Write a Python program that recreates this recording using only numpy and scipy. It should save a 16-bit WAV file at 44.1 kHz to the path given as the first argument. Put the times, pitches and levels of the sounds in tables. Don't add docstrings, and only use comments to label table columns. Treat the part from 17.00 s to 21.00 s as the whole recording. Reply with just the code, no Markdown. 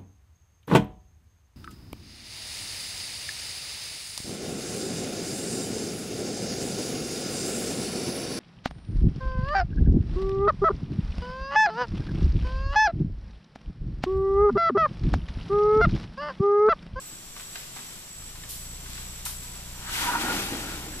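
import sys
import numpy as np
from scipy import signal
from scipy.fft import rfft, irfft
from scipy.io import wavfile

SR = 44100
rng = np.random.default_rng(int(sys.argv[2]) if len(sys.argv) > 2 else 0)


def log_audio(samples):
    frames = np.atleast_2d(samples).T
    limited = np.clip(frames, -1, 1)
    pcm = np.round(limited * 32767).astype(np.int16)
    wavfile.write(sys.argv[1], SR, pcm)


N = 176400
T = np.arange(N) / SR
HZ = np.fft.rfftfreq(N, 1 / SR)

# freq_hz, coherence
STEREO_COHERENCE = [(30,.99),(300,.96),(800,.91),(1500,.72),(3000,.5),(6000,.2),(14000,.1)]
# freq_hz, phase_rad
LEFT_LEAD = [(30,-0.5),(500,1.44),(1300,1.66),(2200,1.72),(3400,2.5),(5000,3.5),(14000,8)]
# freq_hz, gain_db
FOREST_COLOUR = [(30,15),(70,5.5),(160,10.5),(260,3),(450,0),(800,-1),(1800,-1.5),(3500,0.5),(5000,-1),(7500,-2),(10000,-3),(14000,-4)]
# time_s, level_db
FOREST_LEVEL = [(0,-44.5),(1.2,-44),(2,-43),(4,-41)]
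# start_s, length_s, relative_db
TRILLS = [(-.06,0.25,-48.5),(0.355,0.27,-49),(0.712,0.26,-49.5),(1.077,0.24,-48.5),(1.558,0.24,-48.5),(1.921,0.28,-48.5),(2.323,0.27,-48.5),(2.842,.17,-47.5),(3.103,0.21,-51),(3.53,0.26,-50),(3.9,0.3,-47.5)]
# pitch_hz, width_hz, level_db
CHORUS = [(7636,710,-49),(5696,41,-59.5),(5830,50,-60)]
# start_s, level_db
THUDS = [(0.113,-45),(0.382,-52),(0.787,-42.5),(1.885,-49)]
# start_s, rise_s, decay_s, level_db
CRUNCHES = [(.35,0.033,0.088,-45),(.51,0.05,0.13,-44.5),(.74,0.024,0.21,-48),(1.17,0.032,0.14,-58),(1.83,0.095,0.15,-42.5),(2.4,0.03,0.093,-50.5)]
# freq_hz, gain_db
CRUNCH_COLOUR = [(60,-8),(170,4.5),(450,-1.5),(1500,1.5),(3500,3.5),(6000,0.5),(14000,-3)]
# start_s, relative_db, pitch_hz, crack_over_ring_db
TWIGS = [(.364,-37,1183,-4),(.396,-39.5,1495,-2),(0.5556,-31,1580,-0.5),(.762,-39.5,768,0),(0.769,-43,1224,-1),(0.79,-45,1097,0),(1.222,-46,1220,-6),(1.356,-45,1005,-3),(1.435,-38.5,1774,-1),(1.86,-40,1520,-4),(1.977,-39,1510,1),(2.259,-34.5,990,-5),(2.265,-32.5,1375,-11),(2.293,-43,893,0)]
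# freq_hz, gain_db
CRACK_COLOUR = [(450,-16),(950,2.5),(1700,0.5),(3500,1.5),(6000,-6.5),(14000,-18)]
# pitch_ratio, gain_db
TWIG_MODES = [(1.002,-1.5),(1.28,-6),(1.75,-4.5),(2.6,-9)]
# time_s, pitch_hz
RUMBLE_PITCH = [(1.15,25.8),(1.4,27.7),(1.7,29.8),(2,30.4),(2.5,30.05),(4,30.8)]
# time_s, level_db
RUMBLE_LEVEL = [(1.0,-72),(1.2,-46),(1.45,-48),(1.65,-43.5),(2.0,-42.5),(2.6,-44.5),(3.3,-43),(4,-43)]
# harmonic_number, gain_db
RUMBLE_HARMONICS = [(1, 1), (2, -1), (3, -23), (4, -4), (5, -13.5), (6, -10.5), (7, -18.5)]
# start_s, rise_s, decay_s, level_db, left_over_right_db
SWISHES = [(1.485,0.011,0.058,-34.5,-0.5),(2.249,0.0064,0.028,-29,1.5),(2.425,.008,0.018,-40,4)]
# freq_hz, gain_db
SWISH_COLOUR = [(300,-32),(1500,-22),(3500,-4.5),(6000,-4),(10000,-0.5),(14000,-2)]
# time_s, level_db
HOOT_LEVEL = [(2.28,-64),(2.4,-60),(2.65,-62),(2.85,-63),(3,-80)]
# time_s, relative_db
RUSH_LEVEL = [(2.78,-56),(2.88,-45.5),(2.94,-36),(3.02,-33),(3.12,-38),(3.185,-40.5),(3.21,-35.5),(3.27,-38.5),(3.37,-35),(3.47,-39.5),(3.66,-44),(3.72,-43.5),(3.9,-52),(4,-55)]
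# freq_hz, gain_db
RUSH_COLOUR = [(100,1),(550,-18),(1000,1),(2000,5),(3200,5.5),(4800,1.5),(8500,-2.5),(11000,-3),(14000,-4)]
# freq_hz, left_over_right_db
RUSH_PAN = [(700,1.5),(2000,2),(5000,3),(8000,0),(13000,5)]
# time_s, level_db
TUBE_LEVEL = [(2.74,-61),(2.85,-45.5),(2.89,-48),(2.99,-39),(3.06,-32),(3.16,-29),(3.2,-36),(3.29,-31.5),(3.36,-35.5),(3.45,-43),(3.56,-42.5),(3.75,-47),(4,-56.5)]
# pitch_hz, width_hz, tense_db, slack_db
TUBE_MODES = [(570,60,-12,-6),(796,75,1,6),(945,60,6,-0.5),(1120,92,-7,-9),(1250,73,-4,-8),(1410,97,2.5,2),(1580,130,-2,-7),(1865,100,-2,-1.5),(2480,90,-7,-5)]
# time_s, level_db
FLUTTER_LEVEL = [(2.8,-65),(2.95,-47.5),(3.07,-40),(3.215,-39.5),(3.245,-42.5),(3.28,-37),(3.39,-35),(3.45,-40),(3.505,-43),(3.53,-34.5),(3.61,-39),(3.76,-44.5),(4,-46)]
# freq_hz, gain_db
FLUTTER_COLOUR = [(60,-21),(130,-14),(195,0),(245,-3.5),(305,3.5),(370,-6),(470,-10),(700,-13.5),(1400,-33)]
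# centre_s, half_length_s, pitch_hz, width_hz, level_db
CHUFFS = [(2.889,0.014,1390,400,-40.5),(3.247,0.012,285,110,-32.5),(3.309,0.0068,524,380,-32),(3.53,0.016,287,170,-38),(3.715,0.046,1480,250,-44.5),(3.94,0.013,1580,350,-46)]
# centre_s, half_length_s, pitch_hz, level_db
WHISTLES = [(3.095,0.026,965,-32.5),(3.156,0.01,945,-29.5),(3.15,0.013,1415,-29.5),(3.288,0.034,1428,-33),(3.2,0.023,308,-41.5)]


def amp(db):
    return 10 ** (np.asarray(db) / 20)


def unit(x):
    return x / np.sqrt(np.mean(x ** 2) + 1e-20)


def over_hz(points):
    freq_hz, value = np.transpose(points)
    return np.interp(np.log(HZ + 1), np.log(freq_hz + 1), value)


def fader(points):
    return amp(np.interp(T, *np.transpose(points), left=-120))


def peak(hz, width_hz):
    return 1 / (1 + ((HZ - hz) / (.78 * width_hz)) ** 2)


def drift(rate_hz):
    return unit(irfft(rfft(rng.standard_normal(N)) * np.exp(-(HZ / rate_hz) ** 2), N))


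def wavering_phase(hz, depth, rate_hz):
    return 2 * np.pi * np.cumsum(hz * (1 + depth * drift(rate_hz))) / SR


def noise(gain, lead=0, grain=0, left_db=0):
    grain_sizes = np.minimum(rng.exponential(1, N // 16 + 1), 3.5)
    crackle = np.exp(grain * np.repeat(grain_sizes, 16)[:N])
    left, other = rfft(rng.standard_normal((2, N)) * crackle)
    alike = np.clip(over_hz(STEREO_COHERENCE), 0, 1)
    right = (alike * left + np.sqrt(1 - alike ** 2) * other) * np.exp(-1j * lead * over_hz(LEFT_LEAD))
    return unit(irfft(np.array([left, right * amp(-left_db)]) * gain, N))


def pan(left_db):
    return amp([[left_db / 2], [-left_db / 2]])


def burst(start, rise_s, decay_s):
    return np.clip((T - start) / rise_s, 0, 1) * np.exp(-np.maximum(T - start - rise_s, 0) / decay_s)


def bell(centre, half):
    return np.exp(-((T - centre) / half) ** 2 / 2)


def forest():
    wash = noise(amp(over_hz(FOREST_COLOUR)), lead=.7, grain=.11)
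    return wash * fader(FOREST_LEVEL) * amp(.5 * drift(9.9)) * pan(1)


def insects(pitch_hz=7834, pulse_hz=53.3, fade_s=.025):
    gate = sum(amp(db) * np.clip(np.minimum(T - start, start + length - T) / fade_s, 0, 1)
               for start, length, db in TRILLS)
    pulses = unit(1 + .65 * np.sin(2 * np.pi * pulse_hz * T))
    phase = wavering_phase(pitch_hz, depth=.00282, rate_hz=41)
    tone = unit(np.array([np.sin(phase), np.cos(phase)]))
    blur = .26 * noise(peak(pitch_hz, width_hz=110))
    chorus = sum(amp(db) * noise(peak(hz, width)) for hz, width, db in CHORUS)
    return unit(tone + blur) * gate * pulses * amp(1.5) + chorus * amp(.36 * drift(30))


def chirp():
    return noise(peak(hz=13500, width_hz=800)) * amp(-49) * bell(centre=.078, half=.013)


def footfalls():
    crunch = sum(amp(db) * burst(start, rise, decay) for start, rise, decay, db in CRUNCHES)
    leaves = noise(amp(over_hz(CRUNCH_COLOUR)), lead=.87, grain=.53) * crunch
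    impacts = sum(amp(db) * burst(start, rise_s=.0083, decay_s=.012) for start, db in THUDS)
    thuds = noise(peak(hz=171, width_hz=160)) * impacts
    return leaves * pan(1.3) + thuds


def tree_echoes(sound, t60_s=.51):
    t = T[:SR // 2]
    taps = rng.standard_normal((2, len(t))) * (rng.random((2, len(t))) < .05)
    tail = taps * (t > .006) * amp(-60 * t / t60_s)
    return signal.fftconvolve(sound, tail / np.linalg.norm(tail[0]), axes=1)[:, :N]


def twigs(attack_s=.0008, right_lag_s=.0001):
    splinters = noise(amp(over_hz(CRACK_COLOUR)), lead=.63, grain=.14)
    snaps = np.zeros((2, N))
    for start, db, hz, crack_db in TWIGS:
        t = T - start - np.array([[0], [right_lag_s]])
        ring = sum(amp(mode_db) * np.sin(2 * np.pi * (hz * ratio * t + rng.random()))
                   for ratio, mode_db in TWIG_MODES)
        crack = amp(crack_db) * splinters * burst(start, attack_s, decay_s=.011)
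        snaps += amp(db) * (crack + ring * burst(start, attack_s, decay_s=.0067))
    return snaps * pan(1.1) * amp(-2.5)


def rumble(roughness=.06, wander_rad=.031):
    phase = 2 * np.pi * np.cumsum(np.interp(T, *np.transpose(RUMBLE_PITCH))) / SR
    voice = sum(amp(db) * (1 + roughness * drift(9.5)) * np.cos(k * (phase + wander_rad * drift(1.1)))
                for k, db in RUMBLE_HARMONICS)
    return -unit(voice) * fader(RUMBLE_LEVEL)


def swishes():
    grains = noise(amp(over_hz(SWISH_COLOUR)), grain=.35)
    return grains * sum(amp(db) * pan(left_db) * burst(start, rise, decay)
                        for start, rise, decay, db, left_db in SWISHES)


def hoot():
    return np.sin(wavering_phase(hz=980, depth=.0053, rate_hz=23)) * fader(HOOT_LEVEL)


def trunk_blast(relax_at_s=3.15, relax_s=.25):
    flap = 1 + .18 * np.sin(wavering_phase(hz=61, depth=.208, rate_hz=20.6))
    hiss = noise(amp(over_hz(RUSH_COLOUR)), lead=1, grain=.099, left_db=over_hz(RUSH_PAN))
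    rush = hiss * fader(RUSH_LEVEL) * amp(6 + .48 * drift(60))
    tense = noise(sum(amp(db) * peak(hz, width) for hz, width, db, _ in TUBE_MODES), lead=.5)
    slack = noise(sum(amp(db) * peak(hz, width) for hz, width, _, db in TUBE_MODES), lead=.46)
    relaxed = np.clip((T - relax_at_s) / relax_s, 0, 1)
    tube = (np.sqrt(1 - relaxed) * tense + np.sqrt(relaxed) * slack) * fader(TUBE_LEVEL)
    flutter = noise(amp(over_hz(FLUTTER_COLOUR)), lead=.15) * fader(FLUTTER_LEVEL)
    return rush + (tube + flutter) * flap


def chuffs():
    return sum(noise(peak(hz, width), lead=.22) * amp(db) * bell(centre, half)
               for centre, half, hz, width, db in CHUFFS)


def whistles(hoarseness=.42):
    notes = np.zeros((2, N))
    for centre, half, hz, db in WHISTLES:
        tone = unit(np.sin(wavering_phase(hz, depth=.01213, rate_hz=42.6)))
        breath = hoarseness * noise(peak(hz, width_hz=95), lead=.61)
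        notes += unit(tone + breath) * amp(db) * bell(centre, half)
    return notes * pan(-1.5)


def scene():
    rustle, snaps = footfalls() + swishes(), twigs()
    undergrowth = rustle + snaps + tree_echoes(rustle + amp(-8) * snaps)
    calls = trunk_blast() + chuffs() + whistles() + rumble()
    return undergrowth + calls + insects() + hoot() + forest() + chirp()


def record(dry, cutoff_hz=14350):
    lowpass = signal.firwin(701, cutoff_hz, window=("kaiser", 8), fs=SR)
    return signal.oaconvolve(dry, lowpass[None], "same")


dry = scene()
out = record(dry)
log_audio(out)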